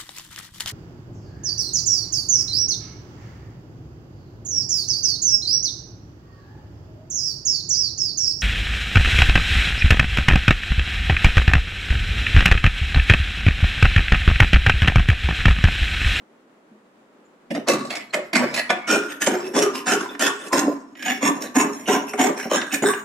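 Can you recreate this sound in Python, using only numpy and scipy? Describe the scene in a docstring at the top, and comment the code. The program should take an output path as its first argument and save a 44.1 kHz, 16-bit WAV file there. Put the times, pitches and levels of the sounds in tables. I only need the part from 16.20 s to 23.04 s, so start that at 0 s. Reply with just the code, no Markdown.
"""The soft, wavering hum of a small workshop comes first, with two faint bumps, all made from noise and fading tones.
Then a jeweller's saw cuts sheet metal on a wooden bench pin, close to a stereo microphone.
Each tooth catches and lets go; the jolts ring the pin, the sheet and the taut blade in its frame.
Down-strokes bite hard, up-strokes only scrape; the sheet is gripped anew twice, which shifts its ring.
Short squeaks (one faint and high before the sawing), single ringing modes, a knock and echoes are added."""
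import sys
import numpy as np
from scipy import signal
from scipy.fft import rfft, irfft
from scipy.io import wavfile
from scipy.ndimage import uniform_filter1d

SR = 44100
rng = np.random.default_rng(int(sys.argv[2]) if len(sys.argv) > 2 else 0)


def put_to_file(sound):
    """Save the sound as 16-bit audio at rate SR, in the file named by the first command-line argument."""
    columns = np.atleast_2d(sound).T  # one column per channel
    safe = np.clip(columns, -1, 1)
    whole_steps = np.round(safe * 32767)
    wavfile.write(sys.argv[1], SR, whole_steps.astype(np.int16))


N = 301644
T = np.arange(N) / SR

# Colour of the workshop hum: pitch_hz, density_db_per_hz
SHOP_COLOUR = [(15, -65), (25, -44), (125, -14), (158, -14.5), (219, -6.5), (286, -8), (621, -14),
               (691, -17.5), (1060, -19.5), (1150, -19.5), (5140, -42), (7280, -42), (15000, -55.5)]
SHOP_DB = -55
# Faint far bumps: start_s, pitch_hz, t60_s (time to fade 60 dB), level_db
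BUMPS = [(0.515, 213, 0.22, -43), (0.554, 353, 0.052, -45)]
# Echoes in bands: pitch_hz, t60_s, level_db (relative), likeness of left and right (0-1)
WALL_BANDS = [(172, 0.95, -12, 0.94), (527, 0.31, -18, 0.3), (1310, 0.6, -5, 0.06), (2660, 0.34, -3.5, 0),
              (6650, 0.4, -10, 0.16), (11500, 0.13, 2, 0.1)]
# Where the saw sits between the microphones: pitch_hz, left_above_right_db
LEFT_RIGHT = [(100, -0.5), (250, -1.5), (500, 0.3), (1000, 1), (2000, -4.5), (4000, -2.5), (8000, -4),
              (15000, -3)]
# Short squeaks, one faint and high before the sawing, the others among the strokes:
# middle_s, pitch_hz, length_s (middle to 1/e), level_db
SQUEAK_TONES = [(1.059, 7120, 0.012, -68), (1.908, 4230, 0.0065, -48), (3.895, 3520, 0.008, -40.5),
                (3.6, 5640, 0.0081, -50), (4.224, 3520, 0.0067, -41), (6.204, 1610, 0.015, -32)]
# Modes that sing out for a while: start_s, rise_s, hold_s, t60_s, pitch_hz, width_hz, glide_octaves,
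# level_db, left_lead_rad
SINGING_MODES = [(1.46, 0.015, 0.036, 0.32, 1160, 41, 0.026, -31, 0.34),
                 (2.6, 0.023, 0.053, 0.21, 2200, 28, 0.012, -39.5, -1.2),
                 (2.35, 0.016, 0.031, 0.28, 1900, 40, 0.0068, -29.5, 0),
                 (2.496, 0.007, 0.035, 0.33, 710, 19, 0.053, -29.5, 0.23),
                 (2.493, .005, 0.014, 0.2, 1490, 22, 0.02, -31, .7),
                 (2.66, 0.036, 0.046, 0.61, 1380, 47.6, 0.064, -25.5, -0.39),
                 (2.686, 0.014, 0.025, 0.26, 2400, 49, 0.03, -29.5, -0.13),
                 (2.696, 0.021, 0.04, 0.43, 413, 16, 0.012, -26, 0.44),
                 (3.22, 0.017, 0.1, 0.22, 377, 23, -0.019, -33, 0.4),
                 (3.41, .02, .05, 0.3, 1217, 35, -0.0032, -28.5, 0.99),
                 (3.53, 0.018, 0.026, 0.63, 1040, 30, -0.013, -34.5, 0.93),
                 (3.699, 0.019, 0.063, 0.42, 408, 20, -0.014, -25, -0.1),
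                 (3.838, 0.02, 0.012, 0.1, 1010, 59, -0.02, -31, 1),
                 (4.3, 0.025, 0.059, 0.5, 1010, 42, 0.026, -24.5, 0.72),
                 (5.655, 0.011, 0.052, 0.21, 2900, 150, 0, -35, 0.61),
                 (5.36, 0.018, 0.033, 0.18, 2900, 68, 0.015, -40, 0.57),
                 (6.182, 0.017, 0.045, 0.16, 2250, 200, -0.02, -40, 0),
                 (6.506, 0.0076, 0.026, 0.11, 2600, 120, -0.014, -35, 0.51),
                 (5.865, 0.018, 0.028, 0.18, 2624, 70, 0.0065, -41, 0.37),
                 (2.24, 0.022, 0.033, 0.8, 2250, 45, 0.012, -36, -2.3),
                 (2.49, .005, .02, 0.39, 2160, 36, 0.026, -41, -2.4),
                 (1.94, 0.0089, 0.047, 0.27, 590, 54, -0.015, -29, -0.53),
                 (4.9, .02, 0.037, .3, 1960, 60, -0.009, -52, -1),
                 (4.9, 0.014, 0.044, 0.27, 5550, 250, -0.0074, -43, 1),
                 (5.661, 0.021, 0.062, 0.3, 6030, 160, -0.026, -34, 1),
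                 (5.987, 0.018, 0.04, 0.17, 6300, 200, 0.027, -45, 1),
                 (5.99, 0.018, 0.029, 0.18, 6300, 180, -0.0006, -44, 1),
                 (6.15, 0.028, 0.076, 0.27, 5600, 120, -0.00032, -43, 1),
                 (6.307, 0.018, 0.044, 0.47, 5500, 180, 0.017, -41, 0.77),
                 (6.314, 0.017, 0.049, 0.48, 3740, 46, -0.032, -38, 1),
                 (6.32, 0.012, 0.077, 0.61, 1640, 120, -0.02, -30, 0.084),
                 (6.642, 0.021, 0.048, 0.32, 1590, 120, 0.044, -24.5, 0.41),
                 (6.65, 0.015, 0.028, 0.24, 5200, 160, 0.08, -40, 1),
                 (6.64, 0.019, 0.058, 0.31, 13700, 700, 0.024, -48, 1),
                 (6.525, 0.0084, 0.0088, 0.081, 11000, 2500, 0, -35, 1),
                 (6.738, 0.015, 0.052, 0.3, 6800, 120, 0.015, -49.5, 1),
                 (6.64, 0.018, 0.03, 0.14, 8100, 87, 0.0073, -32, 1),
                 (6.644, 0.011, 0.025, 0.21, 3730, 130, -0.051, -33, 1)]

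# Times when the sheet is gripped anew: start_s
GRIP_S = [2.667, 4.745]
# Ringing modes of each part, in the five tables below:
# pitch_hz, width_hz, first_grip_db, second_grip_db, third_grip_db, left_lead_rad
PIN_MODES = [(138, 7.2, -2.5, -16.5, -14, 0.071), (214, 69, -48, -27.5, -36, 0.037),
             (244, 41.5, 0.5, -10.5, 1, 0.16), (281.5, 28.7, -2.5, 2, 3.5, 0.22),
             (364.7, 26, -0.5, -6, -7, 0.36), (407.3, 26.3, -2, 0, 3.5, 0.12), (568, 152, -3, -6, -2, 0.37)]
SHEET_LOW_MODES = [(667, 106, 14.5, 2, -5.5, 0.0093), (754, 37, 3, 7.5, 9, 0.11),
                   (882, 215, -10.5, 0, -0.5, 0.08), (1028, 76, -5, -7, -4.5, 1),
                   (1135, 22.7, 9, -4, -4.5, 0.19), (1160, 184, -11.5, -6, -6, 1),
                   (1445, 146, -12, -2, -11.5, 0.31), (1573, 114, -11, -1, -6.5, 0.),]
SHEET_HIGH_MODES = [(1762, 100, 4.5, 0, 1.5, 0.44), (1934, 54, -4.5, -24, -3.5, -1.83),
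                    (2052, 51, 6, -9.5, -6, -0.6), (2200, 136, 2, -35, -4, -1.9),
                    (2667, 95, 0, -1.5, -8, 1), (2967, 340, -6.5, -6, -9.5, 0.78),
                    (3384, 230, -9.5, -11.5, -18, -0.5), (3704, 350, -12.5, -15, -15, 1)]
BLADE_MODES = [(4470, 530, 6, -4, -58, 1.55), (5160, 170, 2.5, 2, -15, 2.5),
               (5523, 117, -12, -1.5, -2.5, 1.44), (5544, 170, -3, 1.5, -8, 0.72),
               (6633, 123, -14, -0.5, -2, 1.97), (6890, 123, -6, -7, 0.5, 1.3),
               (7530, 230, 5, -2, -7.5, 4.2), (8280, 246, -3, -1, -2, 1.7)]
OVERTONE_MODES = [(9310, 860, -6, -4.5, -4.5, 11), (10280, 270, -8, -20, -15, -5),
                  (11260, 160, 1, -5, -4, -4), (12100, 150, -22, -9, -6, 2), (12600, 190, -20, -10, -6, 1),
                  (13830, 320, -11, -13, -7, -2.5)]  # of the blade
# Overtones against the blade, one value for each grip: level_db
OVERTONES_DB = [-13.5, -10.5, -10]

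# The next four tables have one row each for pin, low sheet, high sheet, blade, overtones.
# Random pitch drift as the free length changes, in widths of one filter stage:
# first_grip_widths, second_grip_widths, third_grip_widths
DRIFT_WIDTHS = [(0.068, 0.057, 0.1), (.07, 0.037, 0.063), (0.097, 0.18, 0.22), (.7, 0.6, 0.26),
                (.4, 0.36, 0.37)]
# Rasp that does not ring: first_grip_db, second_grip_db, third_grip_db
RASP_DB = [(-16, -24, -17.5), (-2.5, -3.5, -4.5), (-5.5, -8.5, -6), (-5.5, -4.5, -19), (-1.5, -4, -8.5)]
# Crack of a snag that does not ring: level_db
CRACK_DB = [-12, -8, -7.5, -5, -0.5]
# How a part follows a stroke: rise_share, fade_share, ease_db (quick change as the bite eases),
# turn_db (change as the blade turns), focus_db (change of the favoured mode during the glide)
FOLLOW = [(.95, 0.98, -3.5, 4, 0.5), (1.01, 1.24, -2.5, -3, 6), (1.05, 1.18, -10, -2.5, -13),
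          (1.2, 0.44, -16.5, -9, 0), (1.2, 0.54, -13.5, 0, -17)]
# Colour of rasp and crack: pitch_hz, density_db_per_hz
RASP_COLOUR = [(53, -56), (90, -45), (271, 5.5), (329, 10), (409, 1), (508, -7.5), (1740, -6.5),
               (2410, -2.5), (2630, -10), (3960, -14.5), (6800, -8), (13000, -30.5), (14200, -31),
               (15800, -49)]

# A tooth snags and jerks free: start_s, low_sheet_db, and above that pin_db, high_sheet_db, blade_db
SNAGS = [(1.311, -32, 25, -19, -8), (1.349, -23, 3, -6, -6), (1.484, -9.5, 7, 5, 4.5),
         (1.497, -9.5, 6, -15, -15), (1.533, -15, -8, -10, -1), (1.704, -28, -12, 9, 6),
         (1.753, -23, -17, 11.5, 1), (1.936, -12, -14, 2, -11.5), (1.942, -4, -15, -5.5, -10),
         (2.132, -12, 4.5, 4, -9), (2.149, -14, -8, 5.5, -7), (2.155, -2, 1, -6, -13.5),
         (2.165, -4, 0, -9.5, -11), (2.34, -19.5, -6, 0, -0.5), (2.362, -16.5, -13, 3, 2),
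         (2.503, -4.5, -23, -1.5, -12), (2.677, -21, -12, -4, -15), (2.834, -26.5, -8, -5, -13),
         (3.018, -9, -28, -0.5, -0.5), (3.068, -7, 5, -4, -16), (3.075, -3.5, 5, -26, -19),
         (3.11, -15.5, 4, -20, -16), (3.137, -13, 5, -12, -12), (3.387, -9.5, -14, -1, 0.5),
         (3.423, -10, -16, -6, 1), (3.461, -15.5, 14, -17, -11), (3.552, -22, -14, 1, 0),
         (3.667, -19, -5, 3, -7), (3.829, -20, -11, -9, -29), (3.858, -26.5, -8, -1, -16),
         (3.949, -28.5, -6, 5.5, -23), (3.993, -18.5, 3, -1.5, 4), (4.281, -37, -5, -16, 8),
         (4.329, -0.5, 9.5, -15, -10), (4.391, -12.5, -8, -2, 3), (4.526, -37, -2, 2, -21),
         (4.752, -37, 12, 8, -29), (4.824, -34, -2, 22, 11), (4.862, -13.5, -11, -14, -8),
         (5.028, -17, 16, 3, -14), (5.221, -24, -3, 2, 8), (5.356, -20, 20, -9, 2),
         (5.399, -5, 5.5, -8, -11), (5.69, -11.5, -3, -15, -13), (5.819, -32, -3, -16, -15),
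         (5.891, -31.5, -5, 0, 7), (5.934, -9.5, -4, -23, -22), (5.987, -10, 0, -20, -19),
         (6.006, -9.5, 3, -8, -15), (6.037, -8, -2, -6, -4), (6.088, -14, -3, -21, -24),
         (6.175, -28, -10, 6, 1), (6.198, -21, -10, 2, -2), (6.314, -13, 10, -10, -28),
         (6.414, -13.5, -22, 6, -16), (6.523, -21, -13, 8, 3), (6.541, -16, -20, 5, 7.5),
         (6.557, -20.5, 10.5, -11, 0), (6.637, -3.5, -6, -27, -35), (6.734, -9.5, -21, -6, -30),
         (6.792, -28, -10, -5, -2)]
# Cutting strokes: start_s, rise_s, low_sheet_hold_s, pin_hold_s, high_sheet_and_blade_hold_s,
# fade_db_per_s, low_sheet_db, and above that pin_db, high_sheet_db, blade_db;
# then the favoured modes: sheet_hz, sheet_glide_octaves, pin_hz, pin_glide_octaves, blade_hz
DOWN_STROKES = [(1.302, 0.0082, 0.0036, 0.0076, 0.0035, 550, -34.5, 12.5, 7.5, 2.5, 930, -0.13, 256, 0.012, 5600),
                (1.342, 0.0084, 0.013, 0.019, 0.0062, 220, -30, 7.5, -0.5, -7.5, 710, 0.64, 238, 0.12, 5620),
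                (1.468, 0.02, 0.026, 0.053, 0.028, 126, -20, 3.5, -3.5, -3, 1036, -0.081, 314, -0.21, 5760),
                (1.926, 0.0096, 0.022, 0.044, 0.007, 195, -27, -3.5, -1, -7, 815, -1.6, 410, -0.075, 5960),
                (2.129, 0.0031, 0.0044, 0.0035, 0.005, 400, -26, 2.5, 6.5, 3, 1610, -0.06, 283, 0, 5640),
                (2.144, 0.0094, 0.098, 0.09, 0.0095, 131, -23.5, 3, 6, 3.5, 1660, -0.93, 268, -0.38, 5700),
                (2.493, 0.0033, 0.01, 0.038, 0.0046, 185, -22, -4.5, 0.5, -11, 723, -0.28, 338, -0.18, 5000),
                (2.667, 0.029, 0.054, 0.06, 0.046, 130, -23.5, 8, 1, 0.5, 1440, -0.11, 272, 0.45, 6300),
                (3.001, 0.02, 0.0085, 0.017, 0.013, 300, -25.5, -4.5, 3.5, 5, 1620, -1, 388, -0.067, 6640),
                (3.059, 0.0052, 0.092, 0.088, 0.0065, 96, -25, 3, -0.5, 2.5, 795, -0.31, 368, 0.032, 6800),
                (3.334, 0.017, 0.037, 0.08, 0.083, 113.6, -19.5, 5.5, -8, -7.5, 894, 0.64, 310, 0.27, 6500),
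                (3.656, 0.026, 0.059, 0.058, 0.053, 141, -20, 2.5, -1, -1.5, 1710, -0.4, 282, 0.36, 6260),
                (3.989, 0.022, 0.072, 0.075, 0.061, 166, -23, -0.5, -0.5, -2, 1543, -0.34, 383, 0.052, 6960),
                (4.319, 0.0081, 0.077, 0.15, 0.078, 176, -23.5, 6.5, -4.5, -5, 968, -0.36, 317, -0.17, 6600),
                (4.848, 0.023, .05, 0.053, 0.048, 263, -26, -6.5, 3, -5.5, 770, -0.066, 270, -0.4, 6600),
                (5.006, 0.035, 0.051, 0.07, 0.036, 148, -21.5, 3.5, -1.5, -3, 1080, -0.008, 291, 0.063, 6700),
                (5.341, 0.022, 0.08, 0.09, 0.058, 183, -20.5, 4, -4.5, -5, 940, 0.14, 334, -0.059, 6080),
                (5.671, 0.014, 0.067, 0.052, 0.057, 169, -17.5, 3.5, -7, -9.5, 945, 0.19, 350, -0.11, 6000),
                (5.971, 0.031, 0.068, 0.1, 0.062, 164, -18, 1, -6, -8, 950, 0.12, 324, 0.42, 6370),
                (6.297, 0.028, 0.054, 0.043, 0.046, 200, -22, 4, -3.5, -3.5, 1090, 0.35, 314, 0.2, 6400),
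                (6.619, 0.0041, 0.074, 0.045, 0.091, 210, -25, 11.5, -10.5, -6, 770, 0.54, 390, -0.29, 7400)]
# Return strokes, some in several pushes, and one short knock at 5.929 s:
# start_s, rise_s, hold_s, low_sheet_db, and above that pin_db, high_sheet_db, blade_db;
# then the favoured modes: sheet_hz, pin_hz, blade_hz
UP_STROKES_AND_KNOCK = [(1.695, 0.011, 0.025, -29, -15, 0, -4.5, 790, 244, 4560),
                        (1.746, 0.0071, 0.015, -36, -7, 2, 0, 2230, 244, 5660),
                        (1.79, 0.0099, 0.022, -40.5, -8, 3, -10, 2100, 244, 5630),
                        (2.337, 0.004, 0.0096, -33, -14, 5, 4, 2840, 284, 5470),
                        (2.355, 0.011, 0.03, -27.5, -22, 3.5, 1, 2100, 284, 5300),
                        (2.879, 0.022, 0.02, -39.5, -1, 6, 1, 1500, 313, 6700),
                        (3.201, 0.055, 0.015, -38, -19, 3.5, 0.5, 1080, 356, 5440),
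                        (3.535, 0.0033, 0.067, -42.5, -13, 6, 7, 1020, 298, 5700),
                        (3.880, 0.033, 0.031, -43.5, 5.5, 0, -18, 1050, 365, 5790),
                        (4.19, 0.0041, 0.085, -42.5, 3, -0.5, 1, 1230, 312, 8200),
                        (4.749, 0.056, 0.17, -49.5, 8.5, 10.5, 4.5, 1960, 286, 5600),
                        (4.813, 0.024, 0.047, -49.5, 5, 14, 11.5, 1940, 275, 6435),
                        (5.202, 0.0073, 0.056, -38.5, 9, 3.5, 3.5, 1700, 254, 6100),
                        (5.521, 0.0072, 0.15, -51, 11, 5.5, 8, 1000, 318, 6000),
                        (5.594, 0.0096, 0.015, -57, -2, -4, -10, 1040, 320, 5840),
                        (5.860, 0.028, 0.0065, -49, 10, 9.5, 16, 1380, 314.7, 5500),
                        (5.929, 0.0058, 0.0017, -32.5, 4, -10, -2, 710, 436, 5640),
                        (6.157, 0.021, 0.062, -35, -6, -0.5, 0.5, 1530, 318, 5440),
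                        (6.248, 0.0041, 0.0095, -31.5, 3, -24, -17, 776, 313, 5800),
                        (6.509, 0.024, 0.016, -31.5, 6.5, 6, 6.5, 1810, 310, 5920)]

# A snag: its force builds over CATCH_S and dies over SKID_S (exponential time constants)
CATCH_S, SKID_S = 0.0013, 0.0041
# Teeth: median rate, spread of the gaps (natural log), spread of the jolts, grit, throb of the force
TEETH_HZ, TEETH_JITTER, TEETH_SPREAD_DB, GRIT_DB, CHATTER_DB = 898.9, 0.55, 5.6, -6, 1.62
# Modes: boost and reach of the favoured one, slow and fast level wander, left-right phase wander
FAVOUR_DB, FAVOUR_OCTAVES, WANDER_DB, BITE_DB, WANDER_RAD = 9.5, 0.24, 3, 3, 1.14
# Strokes: TURN_S is the time before a down-stroke in which the blade turns
UP_FADE_DB_S, RISE_POWER, TURN_S, EASE_S = 225, 0.95, 0.15, 0.019
GLIDE_S = 0.086  # modes slide as the blade runs through
RUMBLE_DB, TOP_HZ = -72, 15900


def undb(db):
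    """Turn decibels into a plain amplitude factor."""
    return 10 ** (np.asarray(db) / 20)


def rms(x):
    """Average strength of a signal."""
    return np.sqrt(np.mean(x ** 2))


def unit(x):
    """Scale to rms 1."""
    return x / rms(x)


def colour(x, points):
    """Shape the spectrum by (Hz, dB) points, joined by straight lines over log pitch."""
    hz, db = np.transpose(points)
    size = x.shape[-1]
    f = np.maximum(np.arange(size // 2 + 1) * SR / size, 1)
    gain = undb(np.interp(np.log(f), np.log(hz), db))
    return irfft(rfft(x) * gain, size)


def walk(rate):
    """Random levels, a new one every 1 / rate s, joined by slopes; spread 1."""
    k = int(SR / rate)
    steps = np.repeat(rng.standard_normal(N // k + 1), k)
    return unit(uniform_filter1d(steps, k)[:N])


def bandpass(x, lo, hi):
    """Keep the sound between two pitches."""
    return signal.sosfilt(signal.butter(2, [lo, hi], "bandpass", fs=SR, output="sos"), x)


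def shop():
    """Distant workshop hum: coloured noise that wavers a little, plus two faint bumps as fading tones."""
    mid, side = rng.standard_normal((2, N))
    side = colour(side, [(100, -30), (300, -10.5), (1500, 0.5), (15000, 0)])  # bass nearly alike in both ears
    stereo = mid + side * np.array([[1], [-1]])
    hum = colour(stereo, SHOP_COLOUR) * undb(0.7 * walk(25))
    out = hum / rms(hum.mean(axis=0)) * undb(SHOP_DB)
    for start, hz, t60, db in BUMPS:
        t = np.maximum(T - start, 0)
        out = out + undb(db) * np.sin(2 * np.pi * hz * t) * np.exp(-np.log(1000) * t / t60)
    return out


def walls(x):
    """Echoes thicken into a tail that dies band by band; the bass is alike left and right."""
    t, response = T[:SR], 0
    centres = np.array(WALL_BANDS)[:, 0]
    edges = np.sqrt(centres[1:] * centres[:-1])
    for (_, t60, db, like), lo, hi in zip(WALL_BANDS, [60, *edges], [*edges, 18000]):
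        mid, side = rng.standard_normal((2, SR))
        tail = np.sqrt(1 + like) * mid + np.sqrt(1 - like) * side * np.array([[1], [-1]])
        fade = np.exp(-np.log(1000) * t / t60) * (1 - np.exp(-t / 0.0019))
        loudness = np.sqrt(2 * np.sum(fade ** 2))
        response = response + undb(db) * bandpass(tail * fade, lo, hi) / loudness
    mono = x.mean(axis=0)[None]
    return signal.fftconvolve(mono, response, axes=1)[:, :N]


def squeaks():
    """Brief rough squeaking tones: sines that swell and fade, with a fast random change of level."""
    rough = 1 + walk(340)
    tones = 0
    for middle, hz, length, db in SQUEAK_TONES:
        swell = np.exp(-((T - middle) / length) ** 2)
        tones = tones + undb(db) * swell * np.sin(2 * np.pi * hz * T)
    return rough * tones


def sings():
    """Tooth jolts hold a single narrow mode ringing; it slides a little as the blade runs through."""
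    jolts, out = teeth()[0], np.zeros((2, N))
    for start, rise, hold, t60, hz, width_hz, glide, db, lead in SINGING_MODES:
        a = int(start * SR)
        t = T[:min(N - a, SR // 2)]  # half a second at most
        sliding_hz = hz * 2 ** (glide * np.minimum(t / GLIDE_S, 1))
        spin = np.exp(2j * np.pi * np.cumsum(sliding_hz) / SR)
        pole = np.exp(-np.pi * width_hz / SR)
        # shift the mode to 0 Hz, smooth it there, and shift it back
        z = spin * signal.lfilter([np.sqrt(2 * (1 - pole ** 2))], [1, -pole], jolts[a:a + len(t)] / spin)
        fade_db = -60 * np.maximum(t - rise - hold, 0) / t60
        z = z * np.minimum(t / rise, 1) * undb(db + fade_db)
        out[:, a:a + len(t)] += np.imag(z * np.exp(0.5j * lead * np.array([[1], [-1]])))
    return out


def teeth():
    """Uneven jolts of the teeth; the blade chatters, so their force throbs."""
    gap, size, sign = np.clip(rng.standard_normal((N // 20, 3)), -2.2, 2.2).T
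    at = np.cumsum(SR / TEETH_HZ * np.exp(TEETH_JITTER * gap)).astype(int)
    strength = undb(TEETH_SPREAD_DB * size) * np.sign(sign)
    jolts = np.zeros(N)
    jolts[at[at < N]] = strength[at < N]
    return unit(jolts), undb(CHATTER_DB * walk(45))


def strokes():
    """Give each part its force (rise, hold, ease, fade, change at the turn) and its favoured mode."""
    # lay out up-strokes and knock like down-strokes: one hold for all, a fixed fade, no glides
    ups = [(*r[:3], r[2], r[2], UP_FADE_DB_S, *r[3:8], 0, r[8], 0, r[9]) for r in UP_STROKES_AND_KNOCK]
    rows = np.array(sorted([*DOWN_STROKES, *ups]))
    rise_share, fade_share, ease_db, turn_db, focus_db = (c[:, None] for c in np.transpose(FOLLOW))
    power = np.zeros((len(FOLLOW), N))
    for start, rise, hold, pin_hold, treble_hold, fade, db, pin_db, high_db, blade_db, *_ in rows:
        a = int(start * SR)
        t = T[:min(N - a, SR // 2)]  # half a second at most
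        part_rise = rise * rise_share
        part_hold = np.array([[pin_hold], [hold], [treble_hold], [treble_hold], [treble_hold]])
        after = np.maximum(t - part_rise - part_hold, 0)
        fall_db = ease_db * (1 - np.exp(-after / EASE_S)) - fade * fade_share * after
        overtone_db = blade_db + OVERTONES_DB[np.searchsorted(GRIP_S, start + rise)]
        top_db = db + np.array([[pin_db], [0], [high_db], [blade_db], [overtone_db]])
        force = np.minimum(t / part_rise, 1) ** RISE_POWER * undb(top_db + fall_db)
        power[:, a:a + len(t)] += force ** 2
    starts = np.append(np.transpose(DOWN_STROKES)[0], T[-1] + 1)
    to_next = starts[np.searchsorted(starts, T)] - T
    turning = np.maximum(1 - to_next / TURN_S, 0)
    now = rows[np.maximum(np.searchsorted(rows[:, 0], T) - 1, 0)].T  # the latest row at each moment
    run = np.clip((T - now[0]) / GLIDE_S, 0, 1)
    sheet_hz, sheet_glide, pin_hz, pin_glide, blade_hz = now[-5:]
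    sheet_hz = sheet_hz * 2 ** (sheet_glide * run)
    pin_hz = pin_hz * 2 ** (pin_glide * run)
    favoured_hz = [pin_hz, sheet_hz, sheet_hz, blade_hz, blade_hz]
    return np.sqrt(power) * undb(turn_db * turning), favoured_hz, focus_db * run


def ring(force, modes, favoured_hz, focus_db, drift):
    """Damped modes share the force by grip and cut; each reaches the two microphones with its own phase."""
    grip, out = np.searchsorted(GRIP_S, T), 0
    hz, width_hz, *db, lead = (c[:, None] for c in np.transpose(modes))
    # width of each of two filter stages, which keep the valleys between modes dark
    width_hz = width_hz / np.sqrt(np.sqrt(2) - 1)
    distance = np.log2(favoured_hz / hz) / FAVOUR_OCTAVES
    favour_db = (FAVOUR_DB + focus_db) * np.exp(-distance ** 2)
    wander_db = [WANDER_DB * walk(9) + BITE_DB * walk(50) for _ in modes]
    share = undb(np.hstack(db)[:, grip] + favour_db + wander_db)
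    # together they ring at the level of the force
    share = share / np.sqrt(np.sum(share ** 2 * np.pi * width_hz / SR / 8, axis=0))
    for k, pole in enumerate(np.exp(-width_hz * np.pi / SR)[:, 0]):
        drifting_hz = hz[k] + width_hz[k] * np.array(drift)[grip] * walk(8)
        spin = np.exp(2j * np.pi * np.cumsum(drifting_hz) / SR)
        # shift the mode to 0 Hz, smooth it there twice, and shift it back
        z = spin * signal.lfilter([(1 - pole) ** 2], [1, -2 * pole, pole ** 2], force * share[k] / spin)
        # long bass waves reach both microphones alike, so their phase wanders less
        phase = lead[k] + WANDER_RAD * min(hz[k, 0] / 1200, 1) * walk(25)
        turn = np.exp(0.5j * phase)
        out = out + np.array([np.imag(z * turn), np.imag(z / turn)])
    return out


def saw():
    """Tooth jolts, grit and snags drive pin, sheet and blade, each with its own share."""
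    at, snag_db, snag_pin_db, snag_high_db, snag_blade_db = np.transpose(SNAGS)
    snag_overtone_db = snag_blade_db + np.array(OVERTONES_DB)[np.searchsorted(GRIP_S, at)]
    (jolts, chatter), out = teeth(), 0
    t = T[:SR // 40]
    skid = np.exp(-t / SKID_S) * (1 - np.exp(-t / CATCH_S))  # a few teeth skid at once
    grip = np.searchsorted(GRIP_S, T)
    # modes, snag level above the low sheet in dB, lowest and highest Hz of the rasp
    parts = [(PIN_MODES, snag_pin_db, 140, 600),
             (SHEET_LOW_MODES, 0, 600, 1700),
             (SHEET_HIGH_MODES, snag_high_db, 1700, 4200),
             (BLADE_MODES, snag_blade_db, 4200, 9000),
             (OVERTONE_MODES, snag_overtone_db, 9000, 15500)]
    settings = zip(parts, RASP_DB, CRACK_DB, DRIFT_WIDTHS, *strokes())
    for (modes, hit_db, lo, hi), rasp_db, crack_db, drift, push, favoured_hz, focus_db in settings:
        force = unit((jolts + undb(GRIT_DB) * rng.standard_normal(N)) * chatter)
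        hits = np.zeros(N)
        hits[(at * SR).astype(int)] = undb(snag_db + hit_db)
        snag = 0.44 * signal.fftconvolve(hits, skid)[:N] * rng.standard_normal(N)
        drive = force * push + snag
        rasp = colour(bandpass(drive, lo, hi), RASP_COLOUR)
        crack = colour(bandpass(snag, lo, hi), RASP_COLOUR)
        plain_level = rms(colour(bandpass(force, lo, hi), RASP_COLOUR))
        out = out + ring(drive, modes, favoured_hz, focus_db, drift)
        out = out + undb(rasp_db)[grip] * rasp / plain_level
        out = out + undb(crack_db) * crack / plain_level
    return out * undb(-1.0)


def scene():
    """The saw near, its echoes, the workshop behind."""
    near = saw() + sings() + squeaks()
    # half of the left-right difference goes to each side
    placed = [colour(x, np.array(LEFT_RIGHT) * [1, side / 2]) for x, side in zip(near, (1, -1))]
    return np.array(placed) + walls(near) + shop()


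def record(dry):
    """Round the peaks, thin the deep bass, add a faint rumble that swells with the sound, cut the top."""
    rounded = np.tanh(1.154 * dry) / 1.233
    bass_cut = signal.butter(4, 150, "highpass", fs=SR, output="sos")
    thin = signal.sosfilt(bass_cut, rounded) + undb(-20.5) * rounded
    noise = rng.standard_normal((2, N))
    rumble = unit(colour(noise, [(20, -10), (50, -2), (75, -10), (110, -40), (20000, -95)]))
    swell = unit(uniform_filter1d(np.abs(dry).mean(axis=0), SR // 4) ** 0.5)
    top_cut = signal.ellip(10, 0.2, 80, TOP_HZ, fs=SR, output="sos")
    return signal.sosfilt(top_cut, thin + undb(RUMBLE_DB) * swell * rumble)


dry = scene()
out = record(dry)
put_to_file(out)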